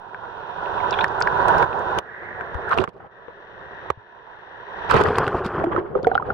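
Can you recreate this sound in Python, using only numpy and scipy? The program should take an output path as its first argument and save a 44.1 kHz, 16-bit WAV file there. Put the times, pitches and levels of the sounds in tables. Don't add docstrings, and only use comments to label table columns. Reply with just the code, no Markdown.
import sys
import numpy as np
from scipy import signal
from scipy.fft import rfft, irfft, next_fast_len
from scipy.io import wavfile
from scipy.ndimage import uniform_filter1d

SR = 44100
rng = np.random.default_rng(int(sys.argv[2]) if len(sys.argv) > 2 else 0)


def to_wav(s):
    ch = np.atleast_2d(s).T
    pcm = np.round(np.clip(ch, -1, 1) * 32767)
    wavfile.write(sys.argv[1], SR, pcm.astype(np.int16))


N = 279153

# start_s, roar_db, climb_db_per_s, ring_db, hiss_db, sizzle_db
SURF_SPELLS = [(0, -49, 20.5, 3.5, -17.5, -15), (1.05, -33, 17, 3, -23, -23.5),
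               (1.646, -35, 24, 1, -23.5, -17), (1.998, -46.5, 17, -5.5, -22.5, -13.5),
               (2.859, -57.5, 8, -7.5, -25, -7), (3.111, -53, 16, -6, -18, -3),
               (3.916, -58, 16.5, 1, -14.5, -1.5)]
# peak_s, half_length_s (to 1/e of the swell), swell_db
BREAKERS = [(1.488, 0.098, 1), (4.878, 0.15, 5.5)]
# frequency_hz, level_db
ROAR_SPECTRUM = [(25, -12), (100, -2.5), (180, -4.5), (270, -12.5), (390, 2), (520, 0), (700, -0.5),
                 (1200, -1.5), (1800, -15), (2300, -43), (4000, -50.5), (8000, -66)]
HISS_SPECTRUM = [(300, -30.5), (1500, 10), (2000, -0.5), (2500, 18), (3700, 16.5), (4700, -5.5),
                 (5800, 1.5), (6900, -33), (10000, -49), (16000, -56)]
# pitch_hz, width_hz (of one filter pass), relative_level_db
LEFT_RESONANCES = [(1030, 120, -1), (1447, 270, 7), (3340, 1230, -25)]
RIGHT_RESONANCES = [(785, 210, 9.2), (962.6, 153, 16.4), (1496, 237, 0.67)]
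# frequency_hz, lead_rad
PORT_PHASE = [(150, -1.5), (450, 0.56), (780, 0.35), (950, -1.33), (1250, -2.05), (1500, 0.5), (1900, 1.23),
              (2400, 4), (3000, 3.5), (3900, 1.5), (5000, 1.43), (7500, 1.5)]
# time_s, centre_hz, level_db
FOAM_FRONT = [(2.0, 1550, -48), (2.1, 1694, -40), (2.25, 1830, -36), (2.42, 1704, -39), (2.6, 1650, -40.5),
              (2.72, 1503, -26.5)]
# start_s, peak_db, pitch_hz, left_minus_right_db
DROPS = [(0.1459, -20.5, 1544, 4), (0.254, -26.5, 1440, -15), (0.659, -29.5, 2640, -13.5),
         (0.78, -30, 2700, -4), (0.803, -26, 2130, -12), (0.909, -21, 5070, 0), (0.991, -11, 1460, 5),
         (1.0434, -1.5, 1730, -11.5), (1.0808, -31, 4700, -8), (1.205, -28.5, 7850, 1),
         (1.2132, -4.5, 1400, -4), (1.223, -12.5, 4850, 1), (1.2739, -2.5, 1610, -2),
         (1.6276, -6, 1504, -7), (1.729, -27, 2520, -8), (1.792, -42, 6800, -2), (2.410, -16.5, 1545, 8),
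         (2.712, -31.5, 3900, 8), (2.721, -8.5, 1315, -5), (2.7855, -8, 2670, 1), (4.913, -4, 1270, -11),
         (5.157, -25, 3420, 0), (5.267, -20.5, 2760, 2), (5.279, -8.5, 1420, -1), (6.03, -34, 4405, -2),
         (6.045, -32.5, 3520, 11), (6.1468, -28, 3300, -5), (6.1524, -23, 3010, 4.5)]
# start_s, thud_db, snap_db, left_minus_right_db
SLAPS = [(1.042, -26, -24, 0), (1.483, -39, -18, 1), (1.582, -23, -31.5, -14), (1.625, -16, -23, -6),
         (1.9865, -11.5, -14.5, 4), (2.545, -19, -41, -1), (2.693, -33, -29, 2), (2.7756, -6.5, -29, -7),
         (2.7861, -11, -34, -14), (2.8397, -11.5, -27.5, -10.5), (2.8762, -20, -50, -5),
         (2.891, -32, -41.5, -3), (3.283, -29.5, -67, 13), (3.9024, -6, -26, -11), (4.91, -12, -14.5, 1),
         (4.942, -4, -22, -6.5), (4.966, -4.5, -21, -3), (5.0116, -17, -22.5, -2), (5.037, -13, -21.5, 0),
         (5.086, -9.5, -31, 4), (5.184, 0.5, -10.5, 2), (5.279, -16, -25, 4), (5.463, -29, -25, 1),
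         (5.641, -16, -34, -7.5), (6.07, -16, -30, 1)]
# frequency_hz, level_db
THUD_SPECTRUM = [(25, -13), (100, -5.5), (260, -13), (390, -0.5), (700, -4), (1100, 3), (1500, -10),
                 (2100, -16), (3500, -28.5), (7000, -70.5)]
SNAP_SPECTRUM = [(800, -14.5), (2500, 18.5), (4500, 8.5), (8000, 1), (15000, -12)]
# start_s, pitch_hz, first_peak_db, glide_share_of_pitch, left_minus_right_db
SQUEAKS = [(0.927, 3640, -20, -0.1, -8), (0.939, 3500, -19, -0.098, 4), (0.988, 3140, -20, 0.16, -12),
           (1.009, 3380, -20.5, 0.27, 17)]
# start_s, pitch_hz, peak_db, left_minus_right_db
BUMPS = [(2.551, 72, -28.5, 22), (3.905, 70, -33, 3), (3.974, 110.5, -37, 7), (5.458, 204, -18, -3)]
# start_s, pitch_hz, peak_db, left_minus_right_db
GLUGS = [(2.794, 375, -18, -21.5), (3.003, 775, -36, 2), (3.045, 802, -34, 1), (3.283, 474, -36.5, 17),
         (5.009, 410, -10.5, 5), (5.053, 427, -15.5, 0), (5.102, 455, -13.5, 2), (5.345, 1110, -17, 0),
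         (5.638, 660, -12.5, -2), (5.642, 320, -16.5, 1), (5.669, 341, -13.5, -0.5),
         (5.763, 1285, -13, -11), (5.776, 1020, -17, -5), (5.78, 358, -12.5, 0.5), (5.952, 1228, -18, -8),
         (5.9533, 503, -17.5, -18.5), (5.958, 399, -15, 10), (6.047, 1447, -17, 5.5), (6.069, 460, -5.5, 0),
         (6.0695, 725, -8, -14), (6.115, 1450, -17, 1), (6.1155, 752, -16, -16), (6.1525, 768, -14.5, -18),
         (6.153, 1340, -9.5, -1.5), (6.1775, 1443, -7, 1.5), (6.198, 990, -18.5, -1),
         (6.224, 1230, -22, -13.5), (6.303, 1397, -11, 2)]
# start_s, hold_s (counted from the start), rumble_db, spatter_db, crackle_db, left_minus_right_db
SURGES = [(2.701, 0.042, -35.5, -21, -43, -3.5), (2.764, 0.058, -28, -39, -48, -17.5),
          (2.87, 0.013, -35, -61.5, -61.5, -17.5), (2.924, 0.057, -46.5, -58, -72, -2.5),
          (2.99, 0.079, -44, -50, -74, 0), (4.89, 0.033, -31.5, -22.5, -35.5, -9.5),
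          (4.925, 0.092, -17.5, -20.5, -37, -4), (5.024, 0.09, -23, -26.5, -46, 4),
          (5.17, 0.11, -23, -27, -48, 0.5), (5.335, 0.037, -23.5, -31, -50, -3),
          (5.436, 0.036, -28.5, -28.5, -38.5, -2), (5.515, 0.11, -26, -31.5, -74, 0),
          (5.703, 0.094, -29.5, -33, -58, -0.5), (5.946, 0.048, -29, -41, -64.5, 2),
          (6.024, 0.15, -31, -52, -61, -1.5), (6.247, 0.11, -31.5, -41.5, -61.5, -2.5)]
# level_db (at the surface), loss_db (at full depth)
UNDERTOW = [(-26, 12), (-27.5, 20.5), (-45.5, 28)]
# time_s, depth (0 at the surface to 1 well under)
DEPTH = [(5.1, 0.086), (5.6, 0.37), (5.88, 0.94), (6.33, 0.88)]
# frequency_hz, level_db
RUMBLE_SPECTRUM = [(25, -8.5), (90, 6), (170, 4), (260, -2.5), (350, -2), (440, 3.5), (620, -0.5),
                   (900, -1), (1300, -14), (2500, -58.5)]
SPATTER_SPECTRUM = [(300, -15.5), (750, -10), (1050, 0.5), (1450, 0.5), (1800, -4.5), (2200, -14.5),
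                    (3200, -6.5), (5000, -50.5)]
CRACKLE_SPECTRUM = [(1000, -10), (2500, 3), (3500, -0.5), (4700, -5), (6000, -14), (9000, -18.5),
                    (15000, -43)]
# time_s, centre_hz, level_db
POCKET = [(4.95, 435.2, -27), (5.3, 398, -30), (5.65, 339.4, -42), (5.8, 365, -28), (5.9, 396.4, -39.5),
          (5.98, 503.3, -26.5), (6.06, 534, -33.5), (6.13, 762, -44), (6.3, 775, -34.5)]

DROP_S = 0.029
SIZZLE_HZ, WHINE_HZ = 1724, 14836
BURIED_S, BURY_FADE_S = 4.89, 0.037
SURGE_ATTACK_S, SURGE_RELEASE_S = 0.014, 0.01
GLUG_CYCLES, BUMP_CYCLES = 29, 7.4
CENTRED_FROM_S, CENTRED_TO_S, CENTRED_FADE_S, CENTRED_BELOW_HZ = 5.11, 5.565, 0.064, 3170
TOP_HZ = 15900


def undb(db):
    return 10 ** (np.asarray(db) / 20)


def unit(x):
    return x / np.sqrt(np.mean(x ** 2))


def curve(rows, axis):
    rows = np.array(rows)
    return np.interp(np.arange(N) / SR, rows[:, 0], rows[:, axis])


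def during(rows, fade):
    start, end = rows[0][0], rows[-1][0]
    return np.interp(np.arange(N) / SR, [start - fade, start, end, end + fade], [0, 1, 1, 0])


def walk(rate):
    hold = int(SR / rate)
    levels = np.repeat(rng.standard_normal(N // hold + 1), hold)
    return 1.2 * uniform_filter1d(levels, hold)[:N]


def colour(x, points, size=2048):
    hz, db = np.transpose(points)
    grid_hz = np.arange(size + 1) * SR / 2 / size + 1
    log_gain = np.log(undb(np.interp(np.log(grid_hz), np.log(hz), db)))
    cepstrum = irfft(log_gain)
    cepstrum[1:size] *= 2
    cepstrum[size:] = 0
    response = irfft(np.exp(rfft(cepstrum)))[:size]
    return signal.fftconvolve(x, response[None], axes=1)[:, :x.shape[1]]


def pair(source, apart_db):
    shared = source()
    own = np.array([source(), source()])
    return unit(shared + undb(apart_db) * own)


def noise():
    return rng.standard_normal(N)


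def pops(rate, spread_db):
    size = undb(spread_db * np.minimum(rng.exponential(size=N), np.pi))
    bursts = rng.random(N) < rate / SR
    return bursts * size * rng.choice([-1, 1], N)


def panned(pan_db):
    return undb(np.array([[1], [-1]]) * pan_db / 2)


def add(out, s, sound, db, pan_db):
    i = int(s * SR)
    gain = undb(db) * panned(pan_db) / np.abs(sound).max()
    out[:, i:i + sound.shape[-1]] += (gain * sound)[:, :N - i]


def bubble(hz, t60, rise, attack, size=6000):
    t = np.arange(size) / SR
    pitch = hz * (1 + rise * np.minimum(t / t60, 1))
    phase = 2 * np.pi * np.cumsum(pitch) / SR
    onset = 1 - np.exp(-t / attack)
    return np.sin(phase) * onset * np.exp(-np.log(1000) * t / t60)


def burst(decay, scatter, size=3000):
    x = scatter * rng.standard_normal((2, size)) * np.exp(-np.arange(size) / SR / decay)
    x[:, 0] += 1
    return x


def swarm(hz, db, width_hz, apart_db):
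    lowpass = signal.butter(2, width_hz / 2, fs=SR, output="sos")
    band = signal.sosfilt(lowpass, pair(noise, apart_db))
    carrier = np.sin(2 * np.pi * np.cumsum(hz) / SR)
    return unit(band * carrier) * undb(db)


def gliding(rows, width_hz, apart_db):
    return swarm(curve(rows, axis=1), curve(rows, axis=2), width_hz, apart_db) * during(rows, 0.021)


def spell(axis):
    rows = np.array(SURF_SPELLS)
    return rows[np.searchsorted(rows[1:, 0], np.arange(N) / SR), axis]


def roar_level():
    t = np.arange(N) / SR
    creep = spell(axis=1) + spell(axis=2) * (t - spell(axis=0))
    swell = sum(db * np.exp(-((t - s) / half) ** 2) for s, half, db in BREAKERS)
    return uniform_filter1d(creep, int(DROP_S * SR)) + swell


def in_air():
    return np.clip(1 - (np.arange(N) / SR - BURIED_S) / BURY_FADE_S, 0, 1)


def ports(x):
    def ring(v, hz, width):
        return signal.filtfilt(*signal.iirpeak(hz, hz / width, fs=SR), v)
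    return np.array([sum(undb(db) * ring(v, hz, width) for hz, width, db in port)
                     for v, port in zip(x, (LEFT_RESONANCES, RIGHT_RESONANCES))])


def out_of_step(x):
    size = next_fast_len(N)
    lead = np.interp(np.fft.rfftfreq(size, 1 / SR), *np.transpose(PORT_PHASE))
    right = irfft(rfft(x[1], size) * np.exp(1j * lead), size)[:N]
    return np.array([x[0], right])


def roar(roar_db):
    x = colour(pair(noise, -10.5), ROAR_SPECTRUM)
    x[0] = signal.filtfilt(*signal.iirnotch(850, 3.8, fs=SR), x[0])
    return unit(x) * panned(-1.5) * undb(roar_db + 2.5)


def port_ring(roar_db):
    return unit(ports(pair(noise, -8))) * undb(roar_db + spell(axis=3) + 4.0)


def foam_hiss(roar_db):
    foam = pair(noise, 1) + 0.77 * pair(lambda: pops(1100, 4.5), -4)
    return unit(colour(foam, HISS_SPECTRUM)) * panned(2.0) * undb(roar_db + spell(axis=4) + 4.5)


def foam_sizzle(roar_db):
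    return swarm(np.full(N, SIZZLE_HZ), roar_db + spell(axis=5), 350, -5.5) * panned(9.4)


def surf():
    roar_db = roar_level()
    tumble = undb(1.0 * walk(28) + 1.13 * walk(110))
    water = tumble * (roar(roar_db) + port_ring(roar_db))
    front = gliding(FOAM_FRONT, 370, -1) * panned(-1.5)
    foam = foam_hiss(roar_db) + foam_sizzle(roar_db) + front
    return in_air() * out_of_step(water + foam)


def whine():
    tone = np.sin(2 * np.pi * WHINE_HZ * np.arange(N) / SR)
    return tone * undb(roar_level() - 49.0) * in_air()


def drops():
    out = np.zeros((2, N))
    for s, db, hz, pan_db in DROPS:
        ping = np.array([bubble(hz, 26 / hz, 0.065, 0.00021), bubble(0.965 * hz, 18 / hz, 0.28, 0.00048)])
        spectrum = [(0.35 * hz, -18), (0.29 * hz, -3), (hz, 0), (1.5 * hz, -9), (1.72 * hz, -28), (6 * hz, -46)]
        spit = colour(burst(0.0023, 0.75, size=ping.shape[1]), spectrum)
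        add(out, s, ping + .4 * spit / np.abs(spit).max(), db, pan_db)
    return out


def slaps():
    out = np.zeros((2, N))
    for s, thud_db, snap_db, pan_db in SLAPS:
        add(out, s, colour(burst(0.0029, 0.19), THUD_SPECTRUM), thud_db + .5, pan_db)
        add(out, s, colour(burst(0.0021, 1.0), SNAP_SPECTRUM), snap_db, pan_db)
    return out


def squeaks():
    out = np.zeros((2, N))
    for s, hz, db, glide, pan_db in SQUEAKS:
        for k, detune in enumerate(rng.standard_normal(3)):
            pitch = hz * (1 + 0.021 * detune) * (1 + glide / 4) ** k
            partner = bubble(.72 * pitch, 0.013, -0.03, 0.00046)
            chirp = bubble(pitch, 0.011, glide, 0.0011) + .5 * partner
            add(out, s + 0.0033 * k, chirp, db - 4.8 * k, pan_db)
    return out


def knocks(rows, cycles):
    out = np.zeros((2, N))
    for s, hz, db, pan_db in rows:
        add(out, s, bubble(hz, cycles / hz, 0.049, 0.00081), db, pan_db)
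    return np.array([out[0], np.roll(out[1], SR // 6000)])


def bumps():
    return knocks(BUMPS, BUMP_CYCLES)


def glugs():
    return knocks(GLUGS, GLUG_CYCLES)


def bubbling(rate, low_hz, high_hz, cycles, spread_db, size=600):
    when, pitch, length, luck = rng.random((int(rate * N / SR), 4)).T[..., None]
    turns = low_hz * (high_hz / low_hz) ** pitch * np.arange(size) / SR
    age = turns / (cycles * (.5 + length))
    tones = np.sin(2 * np.pi * turns * (1 + 0.09 * np.minimum(age, 2)))
    grains = tones * np.exp(-np.log(100) * age) * (1 - np.exp(-2 * turns))
    strength = undb(-spread_db * np.log(np.maximum(luck, .04)))
    places = (when * N).astype(int) + np.arange(size)
    return np.bincount(places.ravel(), (strength * grains).ravel(), N)[:N]


def rumble():
    x = pair(lambda: .5 * pops(1400, 3.56) + 0.094 * bubbling(170, 327, 795, 4.5, 4.57), 0)
    return unit(colour(x, RUMBLE_SPECTRUM) * undb(2.14 * walk(55))) * undb(0.84)


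def spatter():
    x = pair(lambda: bubbling(520, 629, 2170, 10.4, 2.8), 6.7) + .5 * pair(lambda: pops(1200, 6.3), 6)
    return unit(colour(x, SPATTER_SPECTRUM) * undb(2.0 * walk(65))) * undb(2.5)


def crackle(depth):
    x = pair(lambda: bubbling(380, 2022, 6000, 42, 4.5), 6) + 1.6 * pair(lambda: pops(560, 3.6), 4.4)
    x = unit(colour(x, CRACKLE_SPECTRUM) * undb(2.8 * walk(60)))
    muffled = signal.sosfilt(signal.butter(6, 5000, fs=SR, output="sos"), x)
    return ((1 - depth) * x + depth * muffled) * undb(3.0)


def surge(s, hold):
    t = np.arange(N) / SR - s
    return np.clip(t / SURGE_ATTACK_S, 0, 1) * np.exp(-np.clip((t - hold) / SURGE_RELEASE_S, 0, 20))


def churn():
    depth = np.clip(curve(DEPTH, axis=1), 0, 1)
    layers = (rumble(), spatter(), crackle(depth))
    starts, holds, *levels, sides = np.transpose(SURGES)
    power_shapes = np.array([surge(s, hold) for s, hold in zip(starts, holds)]) ** 2
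    out = 0
    for layer, surge_db, (top_db, loss_db) in zip(layers, levels, UNDERTOW):
        steady = (1 - in_air()) * undb(top_db - loss_db * depth)
        surge_power = (panned(sides) * undb(surge_db)) ** 2 @ power_shapes
        out = out + layer * np.sqrt(steady ** 2 + surge_power)
    return out


def pocket():
    return gliding(POCKET, 70, -1)


def scene():
    above = surf() + whine() + drops() + slaps() + squeaks()
    below = bumps() + churn() + glugs() + pocket()
    return above + below


def narrow(x):
    side = (x[0] - x[1]) / 2
    lowpass = signal.butter(12, CENTRED_BELOW_HZ, fs=SR, output="sos")
    gate = during([(CENTRED_FROM_S,), (CENTRED_TO_S,)], CENTRED_FADE_S)
    low = signal.sosfiltfilt(lowpass, side) * gate
    return np.array([x[0] - low, x[1] + low])


def record(dry):
    rounded = .94 * np.tanh(dry / .94)
    lowpass = signal.ellip(8, .2, 80, TOP_HZ, fs=SR, output="sos")
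    return signal.sosfilt(lowpass, narrow(rounded))


dry = scene()
out = record(dry)
to_wav(out)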